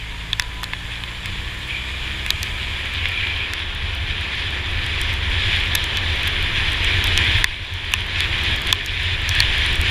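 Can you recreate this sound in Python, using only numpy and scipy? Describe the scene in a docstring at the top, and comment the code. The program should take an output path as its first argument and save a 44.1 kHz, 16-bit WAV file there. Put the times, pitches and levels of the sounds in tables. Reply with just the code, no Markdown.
"""A rush of wind and wet hiss swells as a scooter gathers speed in the rain; raindrops tick on a plastic shell.
The listener is a microphone in a housing on the rider's helmet. One rising airflow with gusts drives
the buffeting and the spray hiss, both made of patchy filtered noise; without the gusts it also drives the roar.
Sine orders make the engine drone and two gliding sines the drive whine; each heavy drop is a burst of noise
and decaying shell modes. Loud moments make the gain control duck, and what exceeds full scale clips."""
import sys
import numpy as np
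from scipy import signal
from scipy.fft import rfft, irfft, next_fast_len
from scipy.io import wavfile
from scipy.ndimage import uniform_filter1d, minimum_filter1d, map_coordinates

SR = 44100
rng = np.random.default_rng(int(sys.argv[2]) if len(sys.argv) > 2 else 0)


def unload_audio(sound):
    """Save the sound as a 16-bit wav file, at the path given as the first command line argument."""
    columns = np.transpose(np.atleast_2d(sound))
    # keep every value between -1 and 1, then stretch to whole-number steps
    steps = np.round(np.clip(columns, -1, 1) * 32767)
    wavfile.write(sys.argv[1], SR, steps.astype(np.int16))


N = 436590


def amp(db):
    """Decibels to gain."""
    return 10 ** (np.asarray(db) / 20)


def unit(x):
    """Scale to rms 1."""
    return x / np.sqrt(np.mean(x ** 2) + 1e-20)


def curves(rows):
    """One value per sample for each column after the time."""
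    s, *columns = np.transpose(rows)
    t = np.arange(N) / SR
    return [np.interp(t, s, column) for column in columns]


def wobble(rate):
    """A smooth random curve through normally distributed knots, rate knots a second."""
    coarse = np.linspace(0, N, num=N // 64)
    knots = rng.standard_normal(int(N * rate / SR) + 4)
    smooth = map_coordinates(knots, [coarse * rate / SR])
    return np.interp(np.arange(N), coarse, smooth)


def coloured(x, points):
    """x through a causal, minimum-phase filter whose gain follows (f/Hz, gain/dB) points."""
    m = 2 * next_fast_len(N // 2 + SR // 4)
    f, db = np.transpose(points)
    log_f = np.log(np.fft.rfftfreq(m, 1 / SR) + 1)
    log_gain = np.log(amp(np.interp(log_f, np.log(f), db)))
    # folding the cepstrum onto positive time makes the filter causal
    fold = np.r_[1, np.full(m // 2 - 1, 2), 1, np.zeros(m // 2 - 1)]
    cepstrum = irfft(log_gain, m) * fold
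    response = np.exp(rfft(cepstrum))
    return irfft(rfft(x, m) * response, m)[:N]


def rush(points, patchy_db):
    """Turbulent noise of rms 1: its gain varies in patches of time and frequency."""
    z = signal.stft(rng.standard_normal(N), nperseg=512)[2]
    field = uniform_filter1d(rng.standard_normal(z.shape), size=7, axis=0)
    field = uniform_filter1d(field, size=12, axis=1)
    patchy = signal.istft(z * amp(patchy_db * unit(field)), nperseg=512)[1][:N]
    return unit(coloured(patchy, points))


def patter(rate, spread_db):
    """Random droplet impulses of clipped log-normal size and either sign, rate a second."""
    hits = rng.random(N) < rate / SR
    sizes = amp(spread_db * np.clip(rng.standard_normal(N), -2, 2))
    return hits * sizes * rng.choice([-1, 1], N)


def airflow():
    """Strength of the flow (dB) and the smooth gusts that add to hiss and buffeting (dB)."""
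    # airflow rising with road speed: t/s, level/dB relative to cruising
    flow_course = [(0, -11.5), (.75, -10.5), (1.6, -9), (3, -6), (3.7, -6.5), (4.6, -4.5), (5.5, -2),
                   (6.3, -1.7), (7.2, 0.5), (7.9, -0.9), (9.9, -0.8)]
    # gusts (+) and lulls (-): middle t/s, length/s, hiss/dB, buffet/dB
    gusts = [(.6, 0.5, -1, -1), (1.5, 0.43, -0.5, 1.5), (1.753, 0.22, 2.5, -2), (3.3, .5, 1.5, -1),
             (3.56, 0.18, -2, -2), (3.951, .4, -1.5, 5), (4.299, 0.23, 0, -4), (4.75, .3, -1.5, -0.5),
             (5.448, 0.49, 2.5, 2.5), (5.92, 0.37, 0, -4), (7.394, 0.38, 1.5, 5), (8.058, .16, -3, -1),
             (8.2, 0.18, 2, 0.5), (8.6, 0.15, -4, -2), (9.04, 0.45, 2, 2.5), (9.24, .14, -1, 0.5),
             (9.382, 0.3, 3.5, 4.5), (9.8, 0.086, -4, 3), (9.881, .12, 3, 4)]
    flow, = curves(flow_course)
    t = np.arange(N) / SR
    hiss, buffet = np.zeros(N), np.zeros(N)
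    for s, length, hiss_db, buffet_db in gusts:
        inside = np.abs(t - s) < length / 2
        swell = np.cos(np.pi * (t[inside] - s) / length) ** 2
        hiss[inside] += hiss_db * swell
        buffet[inside] += buffet_db * swell
    return flow, hiss, buffet


def swish():
    """The tyres throw water off the wet road with a smooth, high hiss."""
    # course of the swish: t/s, level/dB
    swish_course = [(0, -51), (2.6, -47.5), (3.6, -62), (9.9, -63.5)]
    # its spectrum: f/Hz, density/dB per Hz
    wet_spectrum = [(3000, -28), (4600, -0.5), (5800, -9), (7200, -3.5), (8600, -13), (9700, -7),
                    (11000, -15), (13200, -16), (15000, -26)]
    db, = curves(swish_course)
    return amp(db) * rush(wet_spectrum, patchy_db=1.3)


def drizzle(flow, prick_db=-57, tick_db=-50, growth=1.55, tick_t60=0.0053):
    """Light drops land at random, as bright pinpricks and fewer tiny splashes; speed makes them hit harder."""
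    # colour of the light drops: f/Hz, gain/dB
    pinprick_colour = [(2500, -30), (6000, -1), (10000, 1), (13000, -7), (15500, -4)]
    t = np.arange(SR // 50) / SR
    decay = amp(-60 * t / tick_t60)  # tick_t60 in s
    pricks = unit(coloured(patter(rate=16, spread_db=5), pinprick_colour))
    splashes = signal.fftconvolve(patter(rate=4, spread_db=2), decay)[:N] * rng.standard_normal(N)
    ticks = unit(coloured(splashes, pinprick_colour))
    return amp(growth * flow) * (amp(prick_db) * pricks + amp(tick_db) * ticks)  # growth in dB per dB of flow


def whistle():
    """The airflow whistles hoarsely across an edge of the housing: noise in a narrow band."""
    # course of the whistle: t/s, level/dB
    whistle_course = [(1.62, -62), (1.7, -29), (1.95, -37.5), (2.95, -32), (3.07, -27.5), (3.45, -28.5),
                      (3.52, -58)]
    # its spectrum: f/Hz, density/dB per Hz
    edge_spectrum = [(1800, -32), (2260, -1), (2390, 5.5), (2520, -3), (2720, -7.5), (3350, -4),
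                     (4000, -47.5)]
    db, = curves(whistle_course)
    return amp(db) * rush(edge_spectrum, patchy_db=1)


def whine(jitter=0.004, flutter_db=4.0, second_ratio=.775, second_db=-5.0):
    """The transmission sings two thin, unsteady notes; the lower one comes in as speed builds."""
    # upper note, rising with road speed: t/s, f/Hz before jitter, peak level/dB before flutter
    whine_course = [(0, 924, -50), (.62, 1006, -47), (1.3, 1100, -51.5), (1.95, 1194, -50.5),
                    (2.45, 1270, -48.5), (3.5, 1400, -52), (5, 1478, -58)]
    hz, db = curves(whine_course)
    phase = 2 * np.pi * np.cumsum(hz * (1 + jitter * wobble(40))) / SR
    speed = (hz - hz.min()) / np.ptp(hz)
    upper = amp(flutter_db * wobble(20)) * np.sin(phase)
    # second_db, relative to the upper note, holds halfway up the glide
    lower = 2 * speed * amp(second_db + flutter_db * wobble(18)) * np.sin(second_ratio * phase)
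    return amp(db) * (upper + lower)


def engine(jitter=0.002, flutter_db=1.76):
    """Exhaust orders on the firing rate; the note changes colour as the engine reaches cruising speed."""
    # course of the engine: t/s, firing rate f/Hz before jitter, rms level/dB of a 0 dB order
    engine_course = [(0, 53.13, -35), (.45, 54.83, -37), (1.4, 60.5, -35), (2.2, 64.54, -33.5),
                     (3.1, 67.5, -36.5), (4.3, 68.07, -34.5), (5.4, 66.74, -32), (7, 66.45, -33),
                     (9.9, 66.25, -32.5)]
    # exhaust orders: multiple of the firing rate, pulling away level/dB, cruising level/dB
    exhaust_orders = [(1, 1, 0.5), (2, -6.5, -13), (3, -8.5, -19.5), (4, -27, -19.5), (5, -18, -20),
                      (6, -35, -25), (8, -25.5, -23), (10, -29, -22.5)]
    hz, db = curves(engine_course)
    phase = 2 * np.pi * np.cumsum(hz * (1 + jitter * wobble(14))) / SR
    cruise = ((hz - hz.min()) / np.ptp(hz)) ** 2
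    drone = np.zeros(N)
    for k, pulling, cruising in exhaust_orders:
        order_db = pulling + (cruising - pulling) * cruise + flutter_db * wobble(7)
        drone += amp(order_db) * np.sin(round(k) * phase + 2 * np.pi * rng.random())
    return amp(db) * np.sqrt(2) * drone


def road(flow, level_db=-33.5, growth=0.81, draught_db=-6.0, draught_growth=0.56):
    """The dull roar of tyres, and a low draught round the helmet that grows faster with speed."""
    # tyre roar: f/Hz, density/dB per Hz
    roar_spectrum = [(90, -39), (160, -2.5), (300, -2.5), (480, -3.5), (620, -4), (820, -2.5), (990, 2.5),
                     (1250, -1.5), (1600, 2), (3000, -37.5)]
    # helmet draught: f/Hz, density/dB per Hz
    draught_spectrum = [(100, -23.5), (165, 2.5), (235, -3.5), (305, -2.5), (335, 3), (370, 2.5), (405, 1),
                        (470, -5), (800, -37)]
    # draught_db is relative to the roar; the growths are dB per dB of flow
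    draught = amp(draught_db + draught_growth * flow) * rush(draught_spectrum, patchy_db=2.1)
    roar = rush(roar_spectrum, patchy_db=0.5)
    return amp(level_db + growth * flow) * (roar + draught)


def spray(flow, gust, hiss_db=-21.5, hiss_growth=1.167, fine_db=-45, fine_growth=1.2,
          grain_db=-8, flutter_db=0.88, sway_db=0.64):
    """Air and fine water hiss on the shell with a dense patter of droplets, all growing with the flow."""
    # air hiss, also the colour of the droplets: f/Hz, density/dB per Hz
    air_spectrum = [(700, -30), (1300, -24), (1520, -11.5), (1730, 0), (2000, -2.5), (2400, 1.5),
                    (2620, -1), (2700, -3.5), (2900, -1.5), (3420, 0.5), (3950, -8), (4250, -12),
                    (4480, -18), (4950, -16.5), (5300, -26.5), (8000, -63)]
    # fine water fizz: f/Hz, density/dB per Hz
    spray_spectrum = [(3500, -23), (5000, -5), (5350, 6.5), (6000, 5), (6400, 0.5), (7000, 2.5),
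                      (7500, 1.5), (8200, -8.5), (8900, -10), (9600, 4), (10600, -8), (12800, -23),
                      (15000, -32)]
    flutter = gust + flutter_db * wobble(30) + sway_db * wobble(7)
    grains = unit(coloured(patter(rate=600, spread_db=10.5), air_spectrum))
    body = rush(air_spectrum, patchy_db=1.0) + amp(grain_db) * grains
    fizz = rush(spray_spectrum, patchy_db=1.2)
    hiss = amp(hiss_db + hiss_growth * flow + flutter) * body
    return hiss + amp(fine_db + fine_growth * flow + flutter) * fizz


def wind(flow, gust, level_db=-24.0, growth=1.05, lump_db=1.5, sway_db=1.56,
         steadiness=0.64, boom_db=-1, boom_growth=0.44):
    """Eddies thump on the housing; a strong flow also sets off a low, hollow boom."""
    # eddies: f/Hz, density/dB per Hz
    rumble_spectrum = [(10, -11.5), (25, 4), (48, 1), (66, -6), (88, -1.5), (104, -4), (125, -11),
                       (155, -18), (220, -38), (400, -71)]
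    # hollow boom: f/Hz, density/dB per Hz
    boom_spectrum = [(45, -37.5), (72, -12), (82, 5.5), (88, 7), (95, 1), (106, -7), (160, -56)]
    db = growth * flow + gust + sway_db * wobble(8)
    boom = amp(boom_db + boom_growth * np.minimum(db, 0)) * rush(boom_spectrum, patchy_db=1.5)
    eddies = rush(rumble_spectrum, patchy_db=1.0) + boom
    # dividing by part of the slow envelope evens out the thumps
    swell = np.sqrt(np.abs(uniform_filter1d(eddies ** 2, size=SR // 8)) + 1e-9)
    steadied = unit(eddies / swell ** steadiness)
    return amp(db + level_db + lump_db * wobble(25)) * steadied


def raindrops(splash_db=1, splash_t60=0.0055, attack=0.00028):
    """Each heavy drop bursts with a bright splash and rings the spot it hits along with the whole shell."""
    # heavy drops: t/s, ring f/Hz, knock level/dB, splash level/dB before splash_db,
    # shell thud level/dB relative to the ring
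    drops = [(0.331, 3460, -12.5, -34.5, -26), (0.3973, 1980, -13, -21.5, -25),
             (0.422, 4400, -27, -37, -21), (0.6327, 1490, -22, -30.5, -14), (0.6409, 4000, -25, -30.5, -26),
             (0.7343, 2120, -18.5, -44, -17), (1.0372, 3090, -21.5, -48, -20),
             (1.2583, 2200, -25, -32, -28), (2.2634, 2137, -22, -32, -30),
             (2.3048, 3760, -11.5, -18.5, -27), (2.4304, 4870, -20, -23.5, -26),
             (3.0561, 2180, -16, -45, -25), (3.27, 2940, -20, -50, -31), (3.5354, 2000, -22.5, -29, -28),
             (5.0148, 4310, -34, -27.5, -26), (5.7516, 11300, -9, -18, -28), (5.755, 3570, -14.5, -20, -24),
             (5.8415, 4260, -39, -30, -26), (5.9717, 3300, -19.5, -30.5, -26),
             (6.2772, 13500, -24, -32, -18), (7.0412, 12000, -18.5, -27, -26),
             (7.1763, 3100, -12, -21, -25), (7.4428, 1940, 2.5, -8, -23), (7.9379, 2790, -5, -14, -20),
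             (8.2056, 3490, -14, -26, -26), (8.7273, 3320, -0.5, -11, -16.5), (8.8613, 4970, -22, -22, -27),
             (9.292, 4910, -26.5, -21, -26), (9.4034, 4270, -8, -22, -30), (9.8137, 8200, -22, -26, -31)]
    # modes of the shell: f/Hz, level/dB, t60/s
    shell_modes = [(1766, -16, 0.02), (2550, -13, 0.016), (3450, -12.5, 0.016), (5070, -22, 0.0074)]
    # its lowest, flexing modes: f/Hz, level/dB before each drop's thud level, t60/s
    thud_modes = [(1038, -6.5, 0.044), (1200, 5, 0.0096)]
    # colour of all knocks: f/Hz, gain/dB
    knock_colour = [(150, -19), (500, -10), (950, 0.5), (4500, 1), (7000, -19), (12000, -9)]
    # colour of all splashes: f/Hz, gain/dB
    splash_colour = [(1500, -6.5), (4500, 10), (7000, 5), (8500, 1.5), (11000, 0), (13500, -6), (15500, -7)]
    # ring time of a 0 dB knock (s); harder knocks ring longer by this power of their strength
    ring_t60, ring_growth = 0.0074, 0.14
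    t = np.arange(SR // 20) / SR
    knocks, splashes = np.zeros(N + SR), np.zeros(N + SR)

    def level(x):
        """Scale to rms 1 over the first 4 ms."""
        return x / np.sqrt(np.mean(x[:SR // 250] ** 2))

    def ringing(modes):
        """Sum of decaying sines."""
        return sum(amp(db - 60 * t / t60) * np.sin(2 * np.pi * hz * t) for hz, db, t60 in modes)

    for s, hz, knock, splash, thud in drops:
        t60 = ring_t60 * amp(knock) ** ring_growth
        ring = ringing([(hz, 0, t60)]) + ringing(shell_modes) + amp(thud) * ringing(thud_modes)
        ring *= 1 - np.exp(-t / attack)  # attack in s
        burst = amp(-60 * t / splash_t60) * rng.standard_normal(len(t))
        start = round(s * SR)
        knocks[start:][:len(t)] += amp(knock) * level(ring)
        splashes[start:][:len(t)] += amp(splash + splash_db) * level(burst)
    return coloured(knocks[:N], knock_colour) + coloured(splashes[:N], splash_colour)


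def scene():
    """Everything reaches the one microphone inside the housing."""
    flow, hiss_gust, buffet_gust = airflow()
    scooter = swish() + whine() + engine() + road(flow)
    air = whistle() + spray(flow, hiss_gust) + wind(flow, buffet_gust)
    rain = drizzle(flow) + raindrops()
    return (scooter + air + rain)[None]


def gain_control(x, threshold_db=-5.5, hold=0.18, release_db=12, look_ahead=0.015):
    """The gain drops just ahead of each loud moment; it holds, then climbs back at release_db a second."""
    # mean power over 4 ms; hold and look_ahead in s
    power = signal.lfilter(np.ones(SR // 250) / (SR // 250), 1, x ** 2)
    over = np.maximum(10 * np.log10(np.abs(power) + 1e-12) - threshold_db, 0)
    over = np.interp(np.arange(N) + look_ahead * SR, np.arange(N), over)
    span = 2 * int(hold * SR / 2) + 1
    held = -minimum_filter1d(-over, span, origin=span // 2)  # running maximum
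    ramp = release_db * np.arange(N) / SR
    cut = np.maximum.accumulate(held + ramp) - ramp
    lag = np.exp(-1 / (.004 * SR))  # 4 ms smoothing of the cut
    return x * amp(-signal.lfilter([1 - lag], [1, -lag], cut))


def record(dry):
    """Gain control, clipping at full scale and the band limit."""
    top_hz = 15300  # middle of a 400 Hz wide slope
    clipped = np.clip(gain_control(dry[0]), -1, 1)
    m = next_fast_len(N + SR // 4)
    passband = np.clip((top_hz - np.fft.rfftfreq(m, 1 / SR)) / 400 + .5, 0, 1)
    return irfft(rfft(clipped, m) * passband, m)[None, :N]


dry = scene()
out = record(dry)
unload_audio(out)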